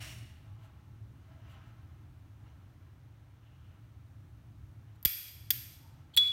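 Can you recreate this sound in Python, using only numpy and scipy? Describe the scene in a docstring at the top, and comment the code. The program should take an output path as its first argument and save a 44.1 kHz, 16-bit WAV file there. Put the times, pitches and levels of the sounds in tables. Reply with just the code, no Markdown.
"""A heavy metal flip-top lighter is handled close to the microphone. Its lid snaps shut, clacks once
more under the thumb, and is then flicked open, ringing with one clear ping. Before that, a hiss dies
away and fingers stroke the case, the skin rubbing on the metal. Each knock of the lid makes the metal
ring and echoes off the hard walls of the room, where a low rumble goes on throughout."""
import sys
import numpy as np
from scipy import signal
from scipy.fft import rfft, irfft, next_fast_len
from scipy.io import wavfile
from scipy.ndimage import map_coordinates

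SR = 44100
rng = np.random.default_rng(int(sys.argv[2]) if len(sys.argv) > 2 else 0)


def output_pcm(signal):
    """Save a mono or channel-first signal as 16-bit PCM at the path in sys.argv[1].

    Samples are clipped to [-1, 1] before scaling.
    """
    pcm = np.clip(np.atleast_2d(signal).T, -1, 1) * 32767
    wavfile.write(sys.argv[1], SR, np.round(pcm).astype(np.int16))


N = 278712
HIGH_RING_HZ = 7000  # divides the metal's low ring from its high ring
TOP_HZ = 15900  # upper limit of the sound


def amp(db):
    """Turn decibels into a number to multiply a sound by."""
    return 10 ** (np.asarray(db) / 20)


def along(points, hz):
    """Read between (Hz, value) points, with every octave given equal room."""
    point_hz, values = np.transpose(points)
    return np.interp(np.log(hz + 1), np.log(point_hz + 1), values)


def peak(hz, centre, width):
    """How strongly one resonance responds: most at its centre, far less to either side."""
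    return 1 / (1 + (2.16 * (hz - centre) / width) ** 2)


def filtered(x, response):
    """Scale each frequency in x by the gain that response gives for it."""
    size = next_fast_len(len(x) + SR // 2)
    return irfft(rfft(x, size) * response(np.fft.rfftfreq(size, 1 / SR)), size)[:len(x)]


def band_noise(gain, size=N):
    """Noise shaped by a gain for each frequency, then scaled to an average power of 1."""
    shaped = filtered(rng.standard_normal(size), lambda hz: gain(hz) * (hz < TOP_HZ))
    return shaped / np.sqrt(np.mean(shaped ** 2) + 1e-20)


def noise(colour, size=N):
    """Noise shaped by a colour table. Each row: frequency in Hz, relative level in dB."""
    return band_noise(lambda hz: amp(along(colour, hz)), size=size)


def wobble(rate):
    """A smooth curve through random values, rate of them a second."""
    knots = rng.standard_normal(int(N * rate / SR) + 4)
    return map_coordinates(knots, [np.arange(N) * rate / SR])


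def ripple(hz, step_hz, depth_db):
    """Overlapping reflections make some frequencies louder and others softer."""
    knots = rng.standard_normal(int(SR / 2 / step_hz) + 4)
    return amp(depth_db * map_coordinates(knots, [hz / step_hz]))


def swell(s, db, half_length):
    """A smooth rise and fall around second s."""
    return amp(db) * np.exp(-((np.arange(N) / SR - s) / half_length) ** 2)


def add(track, s, x):
    """Mix x into the track from second s on."""
    start = round(s * SR)
    track[start:start + len(x)] += x[:N - start]


def fading_hiss():
    """A slightly grainy hiss dies away steadily; its bright fizz comes later and goes first."""
    # Colours of the hiss's two parts. Each row: frequency in Hz, relative level in dB.
    body_colour = [(290, -56), (500, -19), (563, -16), (618, 1.5), (665, -7), (844, -13), (1310, -10.5),
                   (1650, -7.5), (1810, -4), (2570, -6), (2870, 2), (3100, -7), (4500, -11.5), (5850, -40),
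                   (9900, -120)]
    fizz_colour = [(2650, -33), (4500, -9), (4870, -8), (5650, 2), (5930, -6), (6120, -5.5), (7770, -8),
                   (8780, -6), (10800, -11), (15200, -13), (16000, -12)]
    body_fall_db_per_s, fizz_fall_db_per_s = 61, 82
    body_rise_s, fizz_rise_s = 0.0096, 0.023
    t = np.arange(N) / SR
    body = amp(-47 - body_fall_db_per_s * t + 0.76 * wobble(85)) * noise(body_colour)
    fizz = amp(-47.8 - fizz_fall_db_per_s * t + 0.92 * wobble(115)) * noise(fizz_colour)
    return (1 - np.exp(-t / body_rise_s)) * body + (1 - np.exp(-t / fizz_rise_s)) * fizz


def room_rumble():
    """A low rumble with a wavering hum slowly gets softer, under a faint, steady, airy noise."""
    # Colours of the rumble and the air. Each row: frequency in Hz, relative level in dB.
    rumble_colour = [(15, -57), (25, -38.5), (35, -18), (47, -11), (62, -6.5), (80, -1.5), (105, -0.5),
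                     (125, -3.5), (150, -11), (190, -19.5), (240, -21.5), (300, -18.5), (400, -32.5),
                     (550, -56.5)]
    air_colour = [(200, -6.5), (450, 1), (800, 1.5), (1500, -1.5), (2200, -6), (3100, -9), (4000, -11),
                  (4900, -16), (6200, -14.5), (7600, -21), (9500, -18.5), (10400, -29.5), (11300, -20.5),
                  (15700, -18.5)]
    # Brief swells and dips. Each row: middle in seconds, change in dB, half length in seconds.
    surges = [(.14, 4.5, .17), (0.642, -3, 0.091), (3.28, -4, 0.36), (4.617, 2, 0.12), (5.2, -7, 0.16),
              (6.3, -4.5, .05)]
    rumble_fall_db_per_s, hum_fall_db_per_s = 0.3, 1  # the hum's fall adds to the rumble's
    t = np.arange(N) / SR
    surge_db = sum(change * swell(s, 0, half_length) for s, change, half_length in surges)
    rumble_db = -52 - rumble_fall_db_per_s * t + 0.5 * wobble(4) + surge_db
    hum_hz = 109.9 + 3 * wobble(12)
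    hum_gain = amp(-1.5 - hum_fall_db_per_s * t + 4.1 * wobble(5))
    hum = hum_gain * np.sin(2 * np.pi * np.cumsum(hum_hz) / SR)
    return amp(rumble_db) * (noise(rumble_colour) + hum) + amp(-72) * noise(air_colour)


def stroke(s, db, rise):
    """A finger's pressure builds up to second s and eases off more slowly."""
    t = np.arange(N) / SR - s
    fall_over_rise = 2.44
    return amp(db) * np.exp(-np.maximum(-t, t / fall_over_rise) / rise)


def fingers_rub():
    """Skin rubs over the case in strokes, and the peak of each stroke makes the case ring."""
    # Finger strokes. Each row: peak time in seconds, rub level in dB, rise in seconds, ring level in dB.
    strokes = [(0.46, -70, .02, -88), (0.64, -70, 0.1, -75), (1.31, -71.5, 0.15, -86),
               (1.52, -65, .13, -69.5), (2.47, -69, 0.068, -78), (2.83, -74.5, .04, -92),
               (3.47, -82, 0.14, -77), (3.66, -77, 0.11, -80), (4.89, -76, .06, -82), (5.95, -73, .1, -86)]
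    # Colour of skin rubbing on metal. Each row: frequency in Hz, relative level in dB.
    skin_colour = [(260, -34), (450, -9), (550, -11.5), (655, 0), (1030, -3.5), (1550, 0), (2000, -6),
                   (2400, -9.5), (2810, -9), (4870, -22.5), (5880, -19), (9000, -44), (11700, -48),
                   (19800, -120)]
    grip_db = -81  # skin on the case between strokes
    ring_share = 0.43  # the ring's length as a share of its stroke's
    pressure = np.sqrt(amp(grip_db) ** 2 + sum(stroke(s, db, rise) ** 2 for s, db, rise, _ in strokes))
    rub = pressure * amp(1.1 * wobble(25)) * noise(skin_colour)
    rub = filtered(rub, lambda hz: ripple(hz, step_hz=45.06, depth_db=3.0))
    ring_gain = sum(stroke(s, db, ring_share * rise) for s, _, rise, db in strokes)
    ring = ring_gain * amp(1.5 * wobble(60)) * band_noise(lambda hz: peak(hz, centre=2870, width=820))
    return rub + ring


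def fingers_slide():
    """Skin slips briefly on the case, sounding brighter than the strokes."""
    # Short slides. Each row: middle in seconds, level in dB, half length in seconds.
    slides = [(0.647, -75.5, 0.033), (1.515, -74, 0.034), (1.68, -78, 0.022), (4.96, -74, .006)]
    # Colour of sliding skin. Each row: frequency in Hz, relative level in dB.
    slide_colour = [(1000, -7), (3000, 7.5), (4500, 6.5), (5500, -5), (7300, 5), (10200, -2), (12600, 2),
                    (15500, 0)]
    return sum(swell(*row) for row in slides) * amp(1.4 * wobble(250)) * noise(slide_colour)


def rustle_tones():
    """Faint tones, each a narrow band of noise, come and go in the rustle of the fingers."""
    # Each row: middle in seconds, level in dB, half length in seconds, pitch in Hz.
    tones = [(0.58, -76, 0.46, 840), (0.66, -80, 0.25, 1120), (1.39, -70, 0.11, 655),
             (5.9, -69.5, 0.098, 895)]
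    return sum(swell(s, db, half_length) * band_noise(lambda hz: peak(hz, pitch, width=61))
               for s, db, half_length, pitch in tones)


def strike(modes, colour, crack_db, low_db, high_db, crack_fade_s):
    """Metal hits metal: a short crack of noise, and the tones (modes) at which the metal rings."""
    t = np.arange(SR) / SR
    hz, db, ring_fade_s = np.transpose(modes)[:, :, None]
    db = db + np.where(hz < HIGH_RING_HZ, low_db, high_db) + rng.standard_normal(hz.shape)
    fade = lambda seconds: np.exp(-np.log(1000) * t / seconds)  # falls 60 dB in that time
    ring = np.sum(amp(db) * fade(ring_fade_s) * np.sin(2 * np.pi * hz * t), axis=0)
    crack = amp(crack_db) * fade(crack_fade_s) * noise(colour, size=SR)
    return (ring + crack) * (1 - np.exp(-t / 0.00033))


def lid_shuts():
    """The lid chatters onto the case in two clacks; each contact also thuds into the hand."""
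    # Lid on case. Each row: start in seconds, then gains in dB for crack, low ring, high ring and thud.
    contacts = [(5.0277, -50, -60, -40, -80), (5.0503, -17.5, -28, -10.5, -38),
                (5.0520, -22, -26, -21, -44), (5.0545, -27, -29, -13.5, -30), (5.0565, -19, -27, -20, -33),
                (5.5050, -17, -32, -13.5, -62), (5.5075, -24, -21, -27, -70), (5.5104, -24, -25, -22, -70)]
    # Tones of the shut lighter, muffled by the hand.
    # Each row: pitch in Hz, relative level in dB, seconds to fade by 60 dB.
    shut_modes = [(1617, -16, 0.024), (2270, -19, 0.025), (3340, -3.5, 0.023), (3424, -4.5, 0.02),
                  (4710, -9, 0.042), (4860, -9, 0.031), (5440, -9, 0.022), (6530, -14.5, 0.0223),
                  (7430, -24.5, 0.034), (9500, -24, 0.017), (11700, -22, .02), (12100, -17, 0.026),
                  (12650, -2.5, 0.025), (12800, -11.5, 0.0353), (13050, -11, 0.025), (13900, -7, 0.032),
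                  (14400, -13.5, .03), (15620, -18, .03)]
    # Colours of the metal's crack and the thud in the hand. Each row: frequency in Hz, relative dB.
    crack_colour = [(100, -27), (500, -16), (950, -20), (1600, -0.5), (3000, 0.5), (4500, 0), (6500, -1.5),
                    (8500, -2), (10300, 2), (11200, 3), (13000, 10.5), (15500, 7.5)]
    thud_colour = [(25, -2), (55, 4), (130, 6), (200, -5), (300, -22), (420, -27), (550, -13), (900, -29),
                   (2000, -51)]
    # The echo of each clack.
    # Each row: start in seconds, gains in dB for crack, low ring and high ring, fade time multiplier.
    echoes = [(5.053, -42.3, -45.5, -33.8, 1.13), (5.507, -45, -53.5, -39.3, .96)]
    # The lighter's ring in the room. Each row: centre in Hz, width in Hz, relative level in dB.
    echo_bands = [(1790, 310, -12.5), (2380, 400, -5.5), (3354, 230, 1.5), (4800, 330, -0.5),
                  (9340, 600, -13), (12570, 650, -1), (13200, 690, -7), (14100, 380, -1.5),
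                  (15450, 400, -15)]
    track, t = np.zeros(N), np.arange(SR) / SR
    for s, crack_db, low_db, high_db, thud_db in contacts:
        thud = noise(thud_colour, size=SR) * np.exp(-t / 0.0059) * (1 - np.exp(-t / 0.00056))
        low_push = amp(-2.5) * np.sin(2 * np.pi * 64 * t) * np.exp(-t / 0.0093)
        metal = strike(shut_modes, crack_colour, crack_db, low_db, high_db, crack_fade_s=0.015)
        add(track, s, amp(thud_db) * (thud + low_push) + metal)
    return track + room_echo(echoes, echo_bands)


def room_echo(echoes, bands):
    """The walls scatter each knock into a wash of noise; every frequency fades at its own speed."""
    # How long the room rings. Each row: frequency in Hz, seconds to fade by 60 dB.
    fade_times = [(200, .5), (1500, 0.92), (4000, 0.92), (8000, 0.86), (12500, 0.64), (16000, .53)]
    # Colour of a crack's echo. Each row: frequency in Hz, relative level in dB.
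    echo_colour = [(100, -23), (1000, -24), (1300, -5.5), (1700, 0.5), (2400, 3), (4000, 3), (5500, 4.5),
                   (7000, 1), (9200, 0), (10300, -5), (11200, 3.5), (13000, 1.5), (16000, 1.5)]

    def ring_noise(group):
        return band_noise(lambda hz: sum(amp(db) * peak(hz, centre, width)
                                         for centre, width, db in group), size=SR)

    track = np.zeros(N)
    for s, crack_db, low_db, high_db, stretch in echoes:
        low = ring_noise([band for band in bands if band[0] < HIGH_RING_HZ])
        high = ring_noise([band for band in bands if band[0] >= HIGH_RING_HZ])
        wash = amp(crack_db) * noise(echo_colour, size=SR) + amp(low_db) * low + amp(high_db) * high
        wash = filtered(wash, lambda hz: ripple(hz, step_hz=69.9, depth_db=1.4))
        hz, frame_s, spectrum = signal.stft(wash, SR, nperseg=256)  # split by frequency and time
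        fade_s = stretch * along(fade_times, hz)[:, None]
        _, tail = signal.istft(spectrum * np.exp(-np.log(1000) * frame_s / fade_s), SR, nperseg=256)
        t = np.arange(len(tail)) / SR
        late_swell = amp(2.4 * np.exp(-((t - 0.23) / 0.02) ** 2))
        add(track, s, tail * late_swell * (1 - np.exp(-t / 0.0027)))
    return track


def lid_opens():
    """A thumb scrapes the case, the catch lets go, and the lid hits its stop and rings freely; a second scrape
    follows."""
    # Scrapes as the lid is flicked, the first a thumb across the case. Each row: middle in seconds, level in
    # dB, half length in seconds.
    scrapes = [(6.147, -52, 0.0082), (6.279, -42, 0.0089)]
    # Colours of the scrape and of the lid's snap. Each row: frequency in Hz, relative level in dB.
    scrape_colour = [(1500, -28), (2800, -8), (3350, 9), (3700, 0), (4100, 1), (4650, -5), (5100, -26),
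                     (7300, -14), (10200, -27), (14000, -18), (16000, -24)]
    snap_colour = [(200, -12), (700, -16), (1000, -19), (1400, -4), (2800, 3), (4000, 18.5), (5200, -7),
                   (6500, -9.5), (8200, -.5), (10200, -7), (13000, 0), (15500, -8)]
    # Hits on the catch and stop. Each row: start in seconds, gains in dB for crack, low and high ring.
    contacts = [(6.1651, -36, -46, -22.5), (6.1724, -18.5, -23, -25), (6.1748, -34, -11.5, -28)]
    # Tones of the free lid. Each row: pitch in Hz, relative level in dB, seconds to fade by 60 dB.
    lid_modes = [(2340, -20, 0.024), (3396, -6.5, 0.06), (3396, -8, 0.74), (3430, -35, 0.62),
                 (3640, -36, 0.4), (3830, -13, 0.035), (4040, -16, .025), (4620, -37, 0.36),
                 (5640, -17, 0.039), (7500, -14, 0.055), (9700, -9, 0.017), (10970, -6.5, 0.024),
                 (12620, -3, 0.018), (14090, -8, .04), (14500, -8, .025), (15800, -8, .02)]
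    # The echo of the flick.
    # Each row: start in seconds, gains in dB for crack, low ring and high ring, fade time multiplier.
    echoes = [(6.174, -48.8, -37, -60, 0.91)]
    # The lid's ring in the room. Each row: centre in Hz, width in Hz, relative level in dB.
    echo_bands = [(1250, 500, -20), (2350, 600, -12.5), (3410, 48, 12.5), (3600, 70, -1), (3770, 100, -4),
                  (4040, 170, -6), (4280, 120, -15), (4625, 50, -7), (5680, 170, -30), (7500, 250, 7),
                  (11000, 210, -1), (12500, 450, 0), (14090, 200, 10)]
    track = sum(swell(*row) for row in scrapes) * noise(scrape_colour)
    for s, crack_db, low_db, high_db in contacts:
        add(track, s, strike(lid_modes, snap_colour, crack_db, low_db, high_db, crack_fade_s=0.051))
    return track + room_echo(echoes, echo_bands)


def scene():
    """The lighter, the hand, the hiss and the room, mixed into one channel."""
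    lighter = lid_shuts() + lid_opens()
    hand = fingers_rub() + fingers_slide() + rustle_tones()
    return (lighter + hand + fading_hiss() + room_rumble())[None]


def record(dry):
    """The recorder drops the deepest bass and the very highest treble."""
    low_cut = signal.butter(2, 35, "highpass", fs=SR, output="sos")
    high_cut = lambda hz: 1 / np.sqrt(1 + (hz / TOP_HZ) ** 160)
    return np.array([filtered(signal.sosfilt(low_cut, channel), high_cut) for channel in dry])


dry = scene()
out = record(dry)
output_pcm(out)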